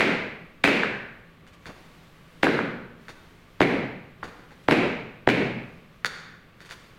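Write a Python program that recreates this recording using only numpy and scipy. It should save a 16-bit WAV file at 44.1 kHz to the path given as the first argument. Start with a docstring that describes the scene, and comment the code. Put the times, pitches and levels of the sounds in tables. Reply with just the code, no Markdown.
"""The heel of a tap shoe drops on a hard floor as a dancer swings one leg in a bare, reverberant studio.
Each blow sends a bending wave through the floor (treble first, thud last), ticks the metal plate and
fills the room; the heel then knocks again as it settles. One light tap chatters, the shoe scuffs as it
lifts and the trouser leg swishes with the speed of the swing, over quiet ventilation."""
import sys
import numpy as np
from scipy import signal
from scipy.fft import rfft, irfft
from scipy.io import wavfile

SR = 44100
rng = np.random.default_rng(int(sys.argv[2]) if len(sys.argv) > 2 else 0)


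def bounce(signal):
    """Save signal as a 16-bit WAV file at the path given by the first command-line argument."""
    frames = np.transpose(np.atleast_2d(signal))
    limited = np.clip(frames, -1, 1)
    pcm = np.round(limited * 32767).astype(np.int16)
    wavfile.write(sys.argv[1], SR, pcm)


N = 307818
HIT_SAMPLES = 49152  # one contact with its tail
T = np.arange(HIT_SAMPLES) / SR
HZ = np.fft.rfftfreq(HIT_SAMPLES, 1 / SR) + 1

# The heel lands. Each row: start in seconds, level in dB, tilt from 0 (flat) to 1 (on its edge),
# thud in dB, plate ring in dB.
HEEL_DROPS = [(-.04, 26, 0.9, 1, -25), (0.6417, 25, 0.99, -3, -19), (2.4330, 25, 0.81, 2, 0),
              (3.6067, 28.5, 0.3, 2.5, 8), (4.6864, 30.5, 0.3, -2, 12), (5.2755, 32, 0.042, 0.5, -8)]
# The heel rebounds or rocks. Each row: start in seconds, level in dB, clack pitch in Hz, thud in dB.
HEEL_KNOCKS = [(.008, 23.5, 2260, -7), (0.6771, 21, 2360, 0.5), (0.835, 22.5, 1720, -18),
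               (2.4692, 22.5, 1600, -0.5), (2.5910, 18.5, 1420, -2), (3.6167, 23, 2203, -5.5),
               (4.2304, 15.5, 1070, -17), (4.2340, 12.5, 1280, -19), (4.712, 22.5, 2430, 1),
               (5.2907, 22, 2380, -12.5)]
# Tone of a flat and an edge landing. Each: clack pitch in Hz, clack in dB, treble in dB, room send in dB.
FLAT_TONE = (1207, -11, -18, -4.5)
EDGE_TONE = (2340, 7.8, 6.1, 2.74)
# Low boom of floor and room. Each row: pitch in Hz, level in dB, seconds to fall 60 dB.
BOOM_MODES = [(125.5, -67, 1.35), (234.1, -60, 1.05), (280, -54.5, 0.72), (393.3, -61, 0.86),
              (462, -58.5, 0.24)]
# The metal plate's resonances. Each row: pitch in Hz, width in Hz, level in dB.
PLATE_RING = [(3980, 69, -21), (4220, 48, -34), (9470, 660, -42), (12600, 140, -36)]  # under a full blow
PLATE_CLINK = [(170, 120, -11), (450, 240, -13), (850, 190, -14), (1506, 420, -11.5), (1760, 820, -7.5),
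               (2530, 920, -41), (3565, 310, -9.5), (4480, 520, -11), (5850, 900, -19), (6400, 700, -22),
               (9300, 1100, -26), (13600, 6300, -36)]  # lightly tapped or dragged
# The shoe drags briefly. Each row: start in seconds, level in dB, treble in dB, plate ring in dB.
SHOE_DRAGS = [(1.467, -57, 12, -2), (1.525, -55.5, 15, -11), (1.657, -44.5, -9, 0),
              (1.684, -38.5, -15, -14.5), (3.0831, -44.5, -9, 1.5), (4.232, -37.5, -21, -6.5),
              (4.270, -44.5, -5, -9.5), (4.508, -52.5, -4, -5.5), (4.629, -62, 24, -14),
              (6.605, -56.5, 11, 5.5), (6.650, -55, 23, -0.5), (6.692, -50.5, 25, -2),
              (6.7098, -50, 19, 6.5)]
# The leg swings. Each row: start in seconds, length in seconds, level in dB.
LEG_SWINGS = [(.1, .55, -72), (1.622, 1, -58.5), (2.995, 0.83, -61), (4.218, 0.48, -61.5),
              (5.594, .45, -65.5), (6.59, .7, -60.5)]
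# Tone curves. Each row: frequency in Hz, gain in dB.
FLOOR_EQ = [(40, -44), (100, -28.5), (200, -8.5), (350, -3), (600, -3), (900, -4), (1200, -9), (1600, -2),
            (2500, -16), (3600, -18.5), (5000, -32), (8000, -72)]
TICK_EQ = [(500, -46), (3000, -18.5), (4500, -31.5), (7000, -32), (10000, -42.5), (16000, -46)]
HEEL_REVERB_EQ = [(50, -21), (108, -13), (124, -4.5), (185, 2), (235, 5), (460, 3.5), (700, -4.5),
                  (1150, -9.5), (1550, -5.5), (2400, -9.5), (3200, -16), (4300, -21), (5400, -30.5),
                  (15500, -54.5)]
SCUFF_EQ = [(60, 14), (250, 14.5), (600, 10.5), (1000, 9.5), (1600, -2), (2600, 3.5), (4500, -16),
            (8000, -20.5), (16000, -38)]
CLOTH_EQ = [(150, -9), (600, 3), (2000, 3), (3500, -1.5), (7000, -11), (16000, -18)]
VENT_EQ = [(20, 8.5), (45, 4.5), (85, 4), (170, 7), (260, 1), (500, -2.5), (800, -12), (1200, -10),
           (1900, -9.5), (3000, -14), (4400, -22.5), (5600, -38.5), (10000, -37.5), (16000, -37)]
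# Steady ventilation bands and a thin high whine. Each row: centre in Hz, width in Hz, level in dB.
VENT_BANDS = [(109.4, 16, -73), (167, 13, -61), (1154, 140, -67), (14100, 600, -83)]
# The studio's decay. Each row: frequency in Hz, seconds to fall 60 dB.
REVERB_TIMES = [(100, 1), (250, 0.5), (600, 0.63), (1500, 0.65), (2500, 0.63), (5000, 0.53), (10000, 0.44),
                (16000, 0.32)]


def heels(bass_loss=0.41):
    """Every heel contact drives the floor, ticks the plate and sets the room ringing."""
    out = np.zeros(N)
    thud = 1 - high_shelf(750)
    # a sharp, short contact gains treble and loses the deepest bass
    sharpness = high_shelf(2440) - bass_loss * (1 - high_shelf(156))
    wave = bending_wave()
    plate_ring = np.abs(resonances(PLATE_RING))
    reverb_eq = undb(curve(HEEL_REVERB_EQ, HZ))
    for start, db, thud_db, ring_db, clack_hz, clack_db, treble_db, room_db in heel_contacts():
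        contact = undb(db + thud_db * thud + heel_block(clack_hz, clack_db) + treble_db * sharpness)
        tail = room() * (reverb_eq + undb(ring_db) * plate_ring) + floor_boom()
        out += place(contact * (graze() + wave + plate_tick() + undb(room_db) * tail), start)
    return out


def heel_contacts(knock_ring_db=-10, knock_clack_db=7):
    """Timing and tone of each drop and knock: a flat heel lands dull, its edge clacks."""
    for start, db, tilt, thud_db, ring_db in HEEL_DROPS:
        tone = np.array(FLAT_TONE) + tilt * np.subtract(EDGE_TONE, FLAT_TONE)
        yield (start, db, thud_db, ring_db, *tone)
    for start, db, clack_hz, thud_db in HEEL_KNOCKS:
        # a harder, shorter knock clacks higher, and is brighter and louder in the room
        octaves_up = np.log2(clack_hz / 2310)
        treble_db, room_db = 25.5 * octaves_up, 4 + 9 * octaves_up
        yield start, db, thud_db, knock_ring_db, clack_hz, knock_clack_db, treble_db, room_db


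def heel_block(hz, db, width_octaves=0.21):
    """The heel block's clack as an EQ bell in dB: it stands out on the edge, damped under a flat heel."""
    return db * np.exp(-.5 * (np.log2(HZ / hz) / width_octaves) ** 2)


def bending_wave(spread_s=0.00432, knee_hz=2600, on_time_hz=1500):
    """Treble runs faster through the floor than bass, so a blow arrives as a quick falling chirp."""
    delay_s = spread_s * (np.exp(-HZ / knee_hz) - np.exp(-on_time_hz / knee_hz))
    phase = 2 * np.pi * np.cumsum(delay_s) * SR / HIT_SAMPLES
    return undb(curve(FLOOR_EQ, HZ)) * np.exp(-1j * phase)


def floor_boom(detune=0.00695):
    """Low modes of floor and room ring on, tuned a little differently at each spot that is struck."""
    boom = 0
    for hz, db, t60 in BOOM_MODES:
        pitch = hz * (1 + detune * rng.standard_normal())
        boom += undb(db - 60 * T / t60) * np.sin(2 * np.pi * pitch * T)
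    return rfft(boom)


def graze(db=-25, hz=3000, width_hz=1400, ahead_s=0.0028, length_s=0.0017):
    """The plate brushes the floor a few milliseconds before the weight lands."""
    since_blow = (T + T[-1] / 2) % T[-1] - T[-1] / 2
    swell = np.exp(-((since_blow + ahead_s) / length_s) ** 2)
    return undb(db) * burst(swell) / (1 + ((HZ - hz) / width_hz) ** 2)


def plate_tick(crack_s=0.0019, settle_gain=0.038, settle_s=0.0068):
    """The metal plate cracks on contact and sizzles faintly as it settles."""
    fade = np.exp(-T / crack_s) + settle_gain * np.exp(-T / settle_s)
    return burst(fade) * undb(curve(TICK_EQ, HZ))


def light_tap(start=6.0468, bounce_s=.0104, chatter_s=.00405, room_db=-4):
    """The plate touches down, bounces once and chatters in three quick, even clinks."""
    out = clink(start, db=30, treble_db=-14, walls=undb(room_db) * room())
    for touch in start + bounce_s + chatter_s * np.arange(3):
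        out += clink(touch, db=18, treble_db=-2, walls=undb(room_db) * room())
    return out


def clink(start, db, treble_db, walls, thin_db=-8, wall_lows_db=-4.5, air_loss_db=-4):
    """With little weight behind it the plate clinks thinly; the walls favour its ring over its lows."""
    direct_db = thin_db * (1 - high_shelf(800))
    returned_db = wall_lows_db * (1 - high_shelf(2440)) + air_loss_db * high_shelf(10000)
    contact = undb(db + treble_db * high_shelf(2800))
    paths = undb(direct_db) + walls * undb(returned_db)
    return place(contact * resonances(PLATE_CLINK) * paths, start)


def scuffs(catch_boost_db=53.5, catch_room_db=-5, grit_db=4, lag_s=0.003, rise_s=0.0084, room_db=-4):
    """The plate catches with a tick, then dense tiny slips of the shoe swell quickly and fade."""
    out = np.zeros(N)
    plate = unit(np.abs(resonances(PLATE_CLINK)))
    for start, db, treble_db, plate_db in SHOE_DRAGS:
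        hiss = rng.standard_normal(HIT_SAMPLES)
        grit = undb(grit_db * np.minimum(rng.exponential(size=HIT_SAMPLES), np.pi))
        drag = unit(hiss * grit) * T / rise_s * np.exp(1 - T / rise_s)
        friction = unit(undb(curve(SCUFF_EQ, HZ) + treble_db * high_shelf(2500)))
        colour = friction + undb(plate_db) * plate
        walls = room()
        catch_treble_db = -13.5 + 0.26 * treble_db  # a bright scuff has a brighter tick
        out += clink(start, db + plate_db + catch_boost_db, catch_treble_db, undb(catch_room_db) * walls)
        out += place(rfft(drag) * undb(db) * colour * (1 + undb(room_db) * walls), start + lag_s)
    return out


def trousers(ease_s=.09, apex_share=0.58, apex_width=0.16, apex_db=-3, rest_db=-67):
    """Cloth hisses with the leg's speed: softer at the top of the swing, barely stirring at rest."""
    t, swish = np.arange(N) / SR, np.zeros(N)
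    for start, length, db in LEG_SWINGS:
        moving = np.clip(np.minimum(t - start, start + length - t) / ease_s + .5, 0, 1)
        apex = np.exp(-(((t - start) / length - apex_share) / apex_width) ** 2)
        swish += moving * undb(db + apex_db * apex)
    return noise(lambda hz: undb(curve(CLOTH_EQ, hz))) * np.hypot(swish, undb(rest_db))


def room(gap_s=0.0081, build_s=0.32, build_depth=0.97, near_s=0.012, near_gain=0.63):
    """Spectrum of the studio's reverb: near walls answer first, then the far ones build a dense tail."""
    swell = 1 - build_depth * np.exp(-T / build_s) + near_gain * np.exp(-T / near_s)
    swell *= 1 - np.exp(-(T / gap_s) ** 4)  # pre-delay
    centres = np.geomspace(80, 16000, 9)
    white, out = rfft(rng.standard_normal(HIT_SAMPLES)), 0
    for hz, weights in zip(centres, np.eye(len(centres))):
        fade = swell * np.exp(-np.log(1000) * T / curve(REVERB_TIMES, hz))
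        band = irfft(white * np.interp(np.log(HZ), np.log(centres), weights))
        out += band * fade / np.linalg.norm(fade)
    return rfft(out)


def ventilation(rumble_db=-53.5):
    """A soft bed of rumbling air with a few steady bands of hum and whine."""
    bands = 0
    for centre, width, db in VENT_BANDS:
        bands += undb(db) * noise(lambda hz: 1 / (1 + (2 * (hz - centre) / width) ** 2))
    return undb(rumble_db) * noise(lambda hz: undb(curve(VENT_EQ, hz))) + bands


def undb(db):
    """Decibels to gain."""
    return 10 ** (np.asarray(db) / 20)


def unit(x):
    """Scale to rms 1."""
    return x / np.sqrt(np.mean(x ** 2))


def curve(points, hz):
    """Read (Hz, value) points on a log-frequency axis."""
    freqs, values = np.transpose(points)
    return np.interp(np.log(hz), np.log(freqs), values)


def high_shelf(corner_hz):
    """A smooth step from 0 in the bass to 1 in the treble."""
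    return 1 / (1 + (corner_hz / HZ) ** 3)


def resonances(table):
    """Response of a bank of steep-sided resonances."""
    return sum(undb(db) / (1 + 1j * hz / width * (HZ / hz - hz / HZ)) ** 2 for hz, width, db in table)


def noise(gain_at):
    """Steady noise of rms 1, coloured by a function of frequency."""
    hz = np.fft.rfftfreq(N, 1 / SR) + 1
    return unit(irfft(rfft(rng.standard_normal(N)) * gain_at(hz), N))


def burst(envelope):
    """Spectrum of a noise burst, its envelope scaled to unit energy."""
    return rfft(rng.standard_normal(HIT_SAMPLES) * envelope / np.linalg.norm(envelope))


def place(spectrum, start, lead_s=.012):
    """Lay a hit's spectrum on the timeline as sound, keeping what arrives just ahead of its start."""
    hit = np.roll(irfft(spectrum), int(lead_s * SR))
    first = int(round((start - lead_s) * SR))
    lo, hi = max(first, 0), min(first + len(hit), N)
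    out = np.zeros(N)
    out[lo:hi] = hit[lo - first:hi - first]
    return out


def scene():
    """The dancer over the ventilation, in mono."""
    return (heels() + light_tap() + scuffs() + trousers() + ventilation())[None]


def record(dry):
    """Soft-clip the loudest peaks and cut the very top."""
    ceiling, top_hz = .68, 15900
    clipped = dry / (1 + (dry / ceiling) ** 10) ** .1
    return signal.sosfilt(signal.ellip(8, .2, 70, top_hz, fs=SR, output="sos"), clipped)


dry = scene()
out = record(dry)
bounce(out)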